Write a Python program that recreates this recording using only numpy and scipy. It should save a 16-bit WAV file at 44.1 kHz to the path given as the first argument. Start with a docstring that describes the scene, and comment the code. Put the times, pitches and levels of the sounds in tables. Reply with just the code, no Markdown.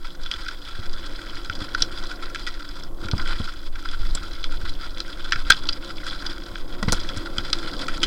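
"""Mountain bike on a rocky trail

A mountain bike coasts fast down a rocky woodland trail, heard through a microphone that rides along.
Tyre hum and stone crunch are trains of random impacts, filtered by the resonances of tyre and bike.
Chain and stones clack as short contact forces that ring the bike; rocks thump as heavy pushes with
a decaying tyre boom and a noisy knock. Wind is low-frequency noise, over a faint steady hiss."""
import sys
import numpy as np
from scipy import signal
from scipy.fft import rfft, irfft, next_fast_len
from scipy.io import wavfile
from scipy.ndimage import uniform_filter1d

SR = 44100
rng = np.random.default_rng(int(sys.argv[2]) if len(sys.argv) > 2 else 0)


def master_out(mix):
    """Clip the mix to full scale and print it as 16-bit PCM to the path in sys.argv[1]."""
    frames = np.transpose(np.atleast_2d(mix))
    ceiling = np.clip(frames, -1, 1)
    pcm = np.round(ceiling * 32767).astype(np.int16)
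    wavfile.write(sys.argv[1], SR, pcm)


N = 355446
TIME = np.arange(N) / SR


def from_db(db):
    """Logarithmic level: decibels to amplitude gain."""
    return 10 ** (np.asarray(db) / 20)


def rms_one(x):
    """Effective value: scale to rms 1."""
    return x / np.sqrt(np.mean(x ** 2) + 1e-20)


def peak_one(x, size):
    """Short-time power: scale so that the loudest stretch of size samples has rms 1."""
    return x / np.sqrt(uniform_filter1d(x ** 2, size).max() + 1e-20)


def in_time(rows):
    """Linear interpolation: the level of a (time, level) curve at every sample."""
    s, level_db = np.transpose(rows)
    return np.interp(TIME, s, level_db)


def bump(s, half_s):
    """Gaussian pulse: a smooth rise and fall of height 1 around time s."""
    return np.exp(-((TIME - s) / half_s) ** 2)


def drift(rate_hz):
    """Low-passed noise: a slow random fluctuation of rms 1."""
    count = N // 20  # computed at a twentieth of the sample rate
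    hz = np.fft.rfftfreq(count, 20 / SR)
    slow = irfft(rfft(rng.standard_normal(count)) / (1 + (hz / rate_hz) ** 2))
    return np.interp(np.arange(N) / 20, np.arange(len(slow)), rms_one(slow))


def band_pass(x, low_hz, high_hz, order=4):
    """Causal Butterworth filter: a maximally flat pass band."""
    sos = signal.butter(order, [low_hz, high_hz], "band", fs=SR, output="sos")
    return signal.sosfilt(sos, x + 1e-18)


def resonate(x, spectrum, modes=()):
    """Minimum-phase filtering: a broad spectrum with resonant humps, made causal through its cepstrum."""
    size = 2 * next_fast_len(len(x))
    hz = np.fft.rfftfreq(size, 1 / SR) + 1
    points, levels = np.transpose(spectrum)
    db = np.interp(np.log(hz), np.log(points), levels)
    for centre, width, lift in modes:
        db = db + lift / (1 + ((hz - centre) / width) ** 2) ** 2
    # folding the cepstrum onto positive times gives minimum phase
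    cepstrum = irfft(np.log(from_db(db)))
    cepstrum[1:size // 2] *= 2
    cepstrum[size // 2 + 1:] = 0
    return irfft(rfft(x, size) * np.exp(rfft(cepstrum)))[:len(x)]


def grains(per_s, spread_db):
    """Random (Poisson-like) impulse train: tiny impacts of uneven size and either sign."""
    sizes = from_db(spread_db * np.minimum(rng.exponential(1, N), 4))
    struck = rng.random(N) < per_s / SR
    return struck * sizes * rng.choice([-1, 1], N)


def add(out, s, sound):
    """Superposition: mix a sound in at time s."""
    at = max(0, round(s * SR))
    out[at:at + len(sound)] += sound[:max(0, N - at)]


def hiss():
    """White noise: equal power at every frequency, at a constant level."""
    return from_db(-60.5) * rng.standard_normal(N)


# Spectrum of the wind noise: (frequency [Hz], level per Hz [dB])
WIND_SPECTRUM = [(4, -11), (10, 4.5), (16, 7), (25, -7.5), (40, -14), (60, -22), (120, -34.5), (300, -53),
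                 (1000, -75)]
# Heavy jolts shake the microphone and lift the low rumble: (time [s], lift [dB], half length [s])
SHAKES = [(3.346, 7.5, 0.14), (4.05, 12.5, 0.15), (4.594, 7.5, 0.24), (5.435, 8.5, 0.071),
          (6.913, 10.5, 0.1), (7.767, 0, 0.14)]
WIND_DB, CRUISE_ROAR_DB = -37.5, -46.5  # wind and tyre roar at cruising speed
WIND_FOLLOWS = 0.4  # wind dB per dB of change in the roar


def wind(roar_db):
    """Turbulent pressure: eddies rock the microphone slowly and deeply, more with speed and when jolts shake
    it."""
    shakes_db = sum(lift_db * bump(s, half_s) for s, lift_db, half_s in SHAKES)
    speed_db = WIND_FOLLOWS * (roar_db - CRUISE_ROAR_DB)
    wind_db = WIND_DB + speed_db + shakes_db + 1.02 * drift(12.4)
    eddies = resonate(rng.standard_normal(N + SR), WIND_SPECTRUM)[SR:]
    # even out the noise's own swells, so that wind_db sets the level
    swell = np.sqrt(uniform_filter1d(band_pass(eddies, 20.1, 90) ** 2, SR // 6) + 1e-12)
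    return eddies / swell * from_db(wind_db)


# Rolling speed, as the roar of the tyres: (time [s], level [dB])
ROAR = [(0.0, -49), (0.65, -50.5), (0.99, -44.5), (1.28, -46.5), (1.84, -42), (2.69, -47), (3.23, -40),
        (3.48, -50), (4.13, -46.5), (6.06, -44), (6.2, -43), (8.06, -38)]


def rolling_level():
    """Rolling noise grows with speed: the roar level stands for the speed throughout."""
    return in_time(ROAR)


# Spectrum of the tyre roar: (frequency [Hz], level per Hz [dB])
TYRE_SPECTRUM = [(30, 13), (60, -8), (110, -10), (170, 6), (240, 3), (420, -1), (600, -0.5), (800, -6.5),
                 (1100, -2.5), (2000, -35.5)]
# Hollow tyre and rim resonances: (frequency [Hz], width [Hz], lift [dB])
TYRE_MODES = [(99, 31, 18), (291.2, 19, 10.5), (342, 43.4, 12.5), (526, 63, 6), (718, 7.6, 8.5)]


def tyres(roar_db):
    """Cavity resonance: knobs drum on the dirt and sound the hollow tyres."""
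    roar = resonate(grains(per_s=2500, spread_db=1.5), TYRE_SPECTRUM, TYRE_MODES)
    roar = roar / np.std(band_pass(roar, 230, 900))
    return roar * from_db(roar_db + drift(8.3))


# Amount of loose stone under the tyres, as its crunch: (time [s], level [dB])
GROUND = [(0.0, -47), (0.43, -42), (0.76, -44), (1.82, -41), (2.62, -45.5), (2.8, -47), (3.03, -46),
          (3.23, -37), (3.3, -37), (3.61, -47), (3.77, -47.5), (3.93, -42.5), (6.31, -43), (6.76, -47),
          (6.96, -37.5), (7.32, -44), (7.56, -38.5), (8.06, -38)]
# Tyres go light or cross smooth dirt and the crunch drops: (time [s], dip [dB], half length [s])
LULLS = [(0.181, 8.5, 0.018), (0.6, 9, 0.031), (2.92, 14, 0.053), (3.711, 12, 0.023), (4.786, 6, 0.047),
         (5.798, 13, 0.01), (6.66, 6, 0.041)]


def ground_level():
    """Contact noise follows the loose stone under the tyres and dips where they go light or run smooth."""
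    dips_db = sum(dip_db * bump(s, half_s) for s, dip_db, half_s in LULLS)
    return in_time(GROUND) - dips_db


# A tyre slides or bites into a loose patch:
# (time [s], rattle lift [dB], grit lift [dB], half length [s])
SLIDES = [(1.82, 2, 9, 0.025), (2.039, 13, 7.5, 0.012), (2.263, 7.5, 5, 0.014), (3.2, 14, 3, 0.011),
          (3.321, 4, 1, 0.051), (3.768, 8, 3, 0.019), (3.856, 12.5, 10, 0.0077), (4.693, 7, 10, 0.012),
          (5.54, 5, 7, 0.049), (6.115, 6.5, 8, 0.06)]


def slide_lifts():
    """Sliding friction: brief lifts of coarse rattle and fine grit, each by its own amount."""
    coarse_db = sum(lift_db * bump(s, half_s) for s, lift_db, _, half_s in SLIDES)
    fine_db = sum(lift_db * bump(s, half_s) for s, _, lift_db, half_s in SLIDES)
    return coarse_db, fine_db


def crunch(ticks, edges_hz, clumps_db, patchy_db):
    """Independent modulation: each size of stone swells by itself within the common clumps."""
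    sizes = [band_pass(ticks, low, high) for low, high in zip(edges_hz, edges_hz[1:])]
    swelling = sum(part * from_db(clumps_db + patchy_db * drift(28)) for part in sizes)
    return swelling / np.std(sum(sizes))


# Spectrum of stone ticks: (frequency [Hz], level per Hz [dB])
STONE_SPECTRUM = [(300, 11), (700, -3), (1200, -9), (2200, 3.5), (2800, -5), (4500, -2.5), (6000, -1.5),
                  (6800, -13), (9000, -20), (12000, -26), (16000, -67)]
# Resonances of the bike, shared by stones and clacks: (frequency [Hz], width [Hz], lift [dB])
BIKE_MODES = [(1027, 312, 13.5), (1360, 153, 18), (1539, 174, 14), (1951, 92, 6.5), (2200, 56, 1),
              (2630, 74, 4.5), (3070, 250, 10), (3420, 318, 18), (4063, 340, 14.5), (4830, 357, 14),
              (5360, 530, 5), (7710, 1000, 5), (9770, 700, 6.5)]
RATTLE_DB, GRIT_DB, LEAF_DB = -3.5, -4, -18.5  # coarse gravel, fine grit, dry leaves, re the crunch
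# knobs bite into clumps of stones: rate [1/s], ceiling of the lift [dB], decay time [s]
BITES_PER_S, BITE_DB, BITE_S = 20, 7, 0.018


def gravel(rattle_db, grit_db, leaf_db):
    """Granular impacts: stones shift in abrupt, dying clumps and ring the bike; leaves crackle on top."""
    starts = rng.random(N) < BITES_PER_S / SR
    bites = signal.lfilter([1], [1, -np.exp(-1 / (BITE_S * SR))], starts + 1e-18)
    bites = np.tanh(bites)  # overlapping bites saturate
    clumps_db = 3.16 * drift(27.5) + BITE_DB * (bites - bites.mean())
    ticks = resonate(grains(per_s=4200, spread_db=2.0), STONE_SPECTRUM, BIKE_MODES)
    rattle = crunch(ticks, (710, 1203, 1743, 2590), clumps_db, patchy_db=2.5)
    grit = crunch(ticks, (2470, 3800, 4310, 5700), clumps_db, patchy_db=1.5)
    leaves = crunch(ticks, (6400, 8800, 13000), 0.81 * clumps_db, patchy_db=0.5)
    stones = from_db(rattle_db + RATTLE_DB) * rattle + from_db(grit_db + GRIT_DB) * grit
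    return stones + from_db(leaf_db + LEAF_DB) * leaves


def pebbles(rattle_db, grit_db):
    """Size sets pitch: single pebbles scuff the bike as short noise bursts, each size in its own band."""
    out = 0
    fade = np.exp(-1 / (0.0011 * SR))
    for hz in np.geomspace(1700, 7000, num=7):
        touches = np.abs(grains(per_s=13, spread_db=2.0))
        envelope = signal.lfilter([1], [1, -2 * fade, fade ** 2], touches + 1e-18)  # rises, then fades
        scuff = envelope * rng.standard_normal(N)
        tick = band_pass(scuff, hz / 1.3, hz * 1.3, order=2)
        out = out + rms_one(tick) * from_db(rattle_db if hz < 2800 else grit_db)
    return from_db(-20.0) * resonate(out, STONE_SPECTRUM, BIKE_MODES)


# Spectrum of a rock's push: (frequency [Hz], level per Hz [dB])
THUMP_SPECTRUM = [(20, -15), (50, -3), (90, 0), (200, -3), (300, -9.5), (500, -30.5), (1000, -53),
                  (3000, -72)]
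# Low flex of the frame: (frequency [Hz], width [Hz], lift [dB])
FRAME_MODE = (212, 55, 4.9)
# Rocks and roots jolt the bike: (time [s], thump level [dB], hardness [0-1])
JOLTS = [(0.791, -36.5, 0.05), (1.499, -39.5, 0.05), (1.617, -35.5, 0.17), (3.05, -35.5, 0.01),
         (3.134, -17, 0.41), (3.4, -23.5, 0.4), (4.15, -33.5, 0.75), (4.636, -40, 0), (5.358, -42, 0),
         (5.5, -26.5, 0.76), (6.827, -24.5, 0.84), (6.88, -16, 0.5), (6.924, -24, 1), (7.169, -29.5, 0.26),
         (7.383, -28.5, 0.45)]
TYRE_BOOM_HZ, TYRE_BOOM_S = 93.6, 0.014  # pitch and decay time
BOOM_RANGE_DB, KNOCK_RANGE_DB = [13.0, -15], [-22.5, 3]  # re thump, at hardness 0 and 1


def jolts():
    """Impact hardness sets bandwidth: soft blows boom in the tyre, hard ones give a rough knock."""
    out, t = np.zeros(N), np.arange(SR // 5) / SR
    for s, level_db, hardness in JOLTS:
        boom_db = np.interp(hardness, [0, 1], BOOM_RANGE_DB)
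        knock_db = np.interp(hardness, [0, 1], KNOCK_RANGE_DB)
        shudder = rng.standard_normal((2, len(t)))
        force = 0.036 * shudder[0] * np.exp(-t / 0.024) - (t == 0)  # one push, then a shudder
        push = peak_one(resonate(force, THUMP_SPECTRUM, [FRAME_MODE]), size=256)
        boom = -np.sin(2 * np.pi * TYRE_BOOM_HZ * t) * np.exp(-t / TYRE_BOOM_S)
        knock = peak_one(band_pass(shudder[1] * np.exp(-t / 0.0066), 320, 1330), size=256)
        add(out, s, from_db(level_db) * (push + from_db(boom_db) * boom + from_db(knock_db) * knock))
    return out


# Spectrum of a hard contact with the bike: (frequency [Hz], level per Hz [dB])
STRIKE_SPECTRUM = [(950, -12), (1450, -8), (2400, 4.5), (2900, -8.5), (6000, -5), (10000, -24.5),
                   (14000, -35)]
HOLLOW_BELOW_HZ, HOLLOW_DB_PER_OCTAVE = 2220, 13.5  # the lower a clack rings, the more hollow body
RING_LIFT_DB = 9.5  # lift of the main ring
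DEBRIS_DB, DEBRIS_S = -16, 0.016  # loose bits after a clack: level re the snap, decay time


def clack(ring_hz, contact_ms, edge_db):
    """Forced resonance: a contact rings the bike, ragged if long, and loose bits patter on faintly."""
    t = np.arange(SR // 8) / SR
    age = 1000 * t / contact_ms
    ragged = from_db(5.3 * rms_one(uniform_filter1d(rng.standard_normal(len(t)), size=70)))
    onset = np.minimum(t / 0.00062, 1)
    force = onset * (np.exp(-age ** 2) + from_db(-15.5) * np.exp(-t / 0.011)) * ragged
    ring = (ring_hz, ring_hz / 10, RING_LIFT_DB)
    hit = resonate(force * rng.choice([-1, 1], len(t)), STRIKE_SPECTRUM, list(BIKE_MODES) + [ring])
    hollow = from_db(HOLLOW_DB_PER_OCTAVE * np.log2(HOLLOW_BELOW_HZ / ring_hz))
    body = hollow * peak_one(band_pass(hit, 1210, 2605), size=128)
    snap = peak_one(band_pass(hit, 2810, 6160), size=128)
    edge = from_db(edge_db) * peak_one(band_pass(hit, 6840, 0.48 * SR), size=128)
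    patter = rng.standard_normal(len(t)) ** 3 * np.minimum(t / 0.00073, 1) * np.exp(-t / DEBRIS_S)
    debris = from_db(DEBRIS_DB) * peak_one(resonate(patter, STONE_SPECTRUM, BIKE_MODES), size=128)
    return (body + snap + debris) / np.hypot(1, hollow) + edge


CHATTER_DB, CHATTER_SPREAD_DB = 6.5, 0.5  # level re the crunch, and its spread either way
CHATTER_EDGE_DB, CHATTER_CONTACT_MS = -10.5, 2.8  # bright edge re level; middle contact time


def chatter(ground_db, count):
    """Modal excitation: light clacks at uneven intervals ring strong bike modes, louder on stony ground."""
    out = np.zeros(N)
    rings_hz = [hz for hz, _, lift_db in BIKE_MODES if hz > 1200 and lift_db > 11]
    for k, (delay, place, force, length) in enumerate(rng.random((count, 4))):
        at = int((k + delay) / count * N)
        level_db = ground_db[at] + CHATTER_DB + CHATTER_SPREAD_DB * (2 * force - 1)
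        contact_ms = CHATTER_CONTACT_MS * 2 ** (2 * length - 1)
        ring_hz = rings_hz[int(place * len(rings_hz))]
        add(out, at / SR, from_db(level_db) * clack(ring_hz, contact_ms, CHATTER_EDGE_DB))
    return out


# Chain and stones hit the bike hard:
# (time [s], level [dB], main ring [Hz], contact [ms], bright edge re level [dB])
CLACKS = [(0.2602, -29.5, 3470, 1.7, -34), (0.313, -20.5, 3070, 4.6, -22), (0.3378, -23.5, 3420, 1.5, -34),
          (0.4612, -29, 1450, 2.6, -32), (0.4817, -25.5, 1560, 6.4, -21), (1.4971, -20.5, 1430, 1.4, -45),
          (1.7477, -14.5, 1470, 3.7, -40), (1.821, -11, 5500, 4.4, -15.5), (2.1115, -28, 1490, 13, -17),
          (2.3465, -25, 1670, 1.6, -14), (2.466, -24.5, 1920, 19, -18.5), (2.6886, -37.5, 5000, 5.3, -5),
          (2.8343, -37, 5400, 6.2, -7), (3.0838, -27.5, 1360, 3.6, -19), (3.1127, -23.5, 4300, 2.4, -18),
          (3.7553, -32.5, 1600, 5.2, -24), (3.8863, -29, 3370, 2.5, -23), (4.1498, -28.5, 7840, 4.3, 4),
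          (4.1726, -29.5, 1570, 3.5, -35), (4.4403, -22, 3410, 2, -25), (5.0018, -22.5, 4100, 3.3, -15),
          (5.321, -12, 1730, 2.1, -23), (5.329, -19.5, 1580, 4.7, -31), (5.3566, -24.5, 1580, 6.3, -35),
          (5.4996, -3, 1590, 6.6, -15.5), (5.503, -6.5, 1580, 1.4, -26), (5.5198, -10, 3620, 3.4, -37),
          (5.6883, -16, 4640, 5.1, -33), (5.7257, -26.5, 4840, 9.7, -15), (6.0652, -28, 1460, 14, -13),
          (6.2635, -24.5, 4800, 3.6, -20), (6.556, -27.5, 1660, 1.7, -37), (6.8272, -24, 1960, 4, -11.5),
          (6.8828, -24, 2000, 10.2, -22), (6.9214, -19, 4200, 1.8, 1), (6.927, -21.5, 1440, 2.1, 1),
          (7.0885, -26, 3360, 4.9, -20), (7.1724, -34, 1550, 5.9, 0.5), (7.382, -16.5, 3200, 2.3, -19),
          (7.5291, -13.5, 3730, 3.6, -15), (7.8816, -21.5, 1280, 5.1, -17),
          (8.0308, -14.5, 3040, 1.03, -12.5)]


def clacks():
    """Impact sound: the hard hits of chain and stones, each with its own ring and contact time."""
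    out = np.zeros(N)
    for s, level_db, ring_hz, contact_ms, edge_db in CLACKS:
        add(out, s, from_db(level_db) * clack(ring_hz, contact_ms, edge_db))
    return out


def scene():
    """Superposition in open air: speed drives tyres and wind, loose ground drives the stones."""
    roar_db, ground_db = rolling_level(), ground_level()
    coarse_db, fine_db = slide_lifts()
    rattle_db, grit_db = ground_db + coarse_db, ground_db + fine_db
    leaf_db = ground_db + 0.78 * fine_db  # leaves get a share of the grit's lift
    background = hiss() + wind(roar_db) + tyres(roar_db)
    stones = gravel(rattle_db, grit_db, leaf_db) + pebbles(rattle_db, grit_db)
    hits = jolts() + chatter(ground_db, count=64) + clacks()
    return (background + stones + hits)[None]


def record(dry):
    """Overload and band limit: peaks clip, then a steep elliptic low-pass cuts the top."""
    low_pass = signal.ellip(10, 0.1, 70, 15850, fs=SR, output="sos")  # ripple [dB], stop [dB], cutoff [Hz]
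    return signal.sosfilt(low_pass, np.clip(dry, -0.95, 0.95))


dry = scene()
out = record(dry)
master_out(out)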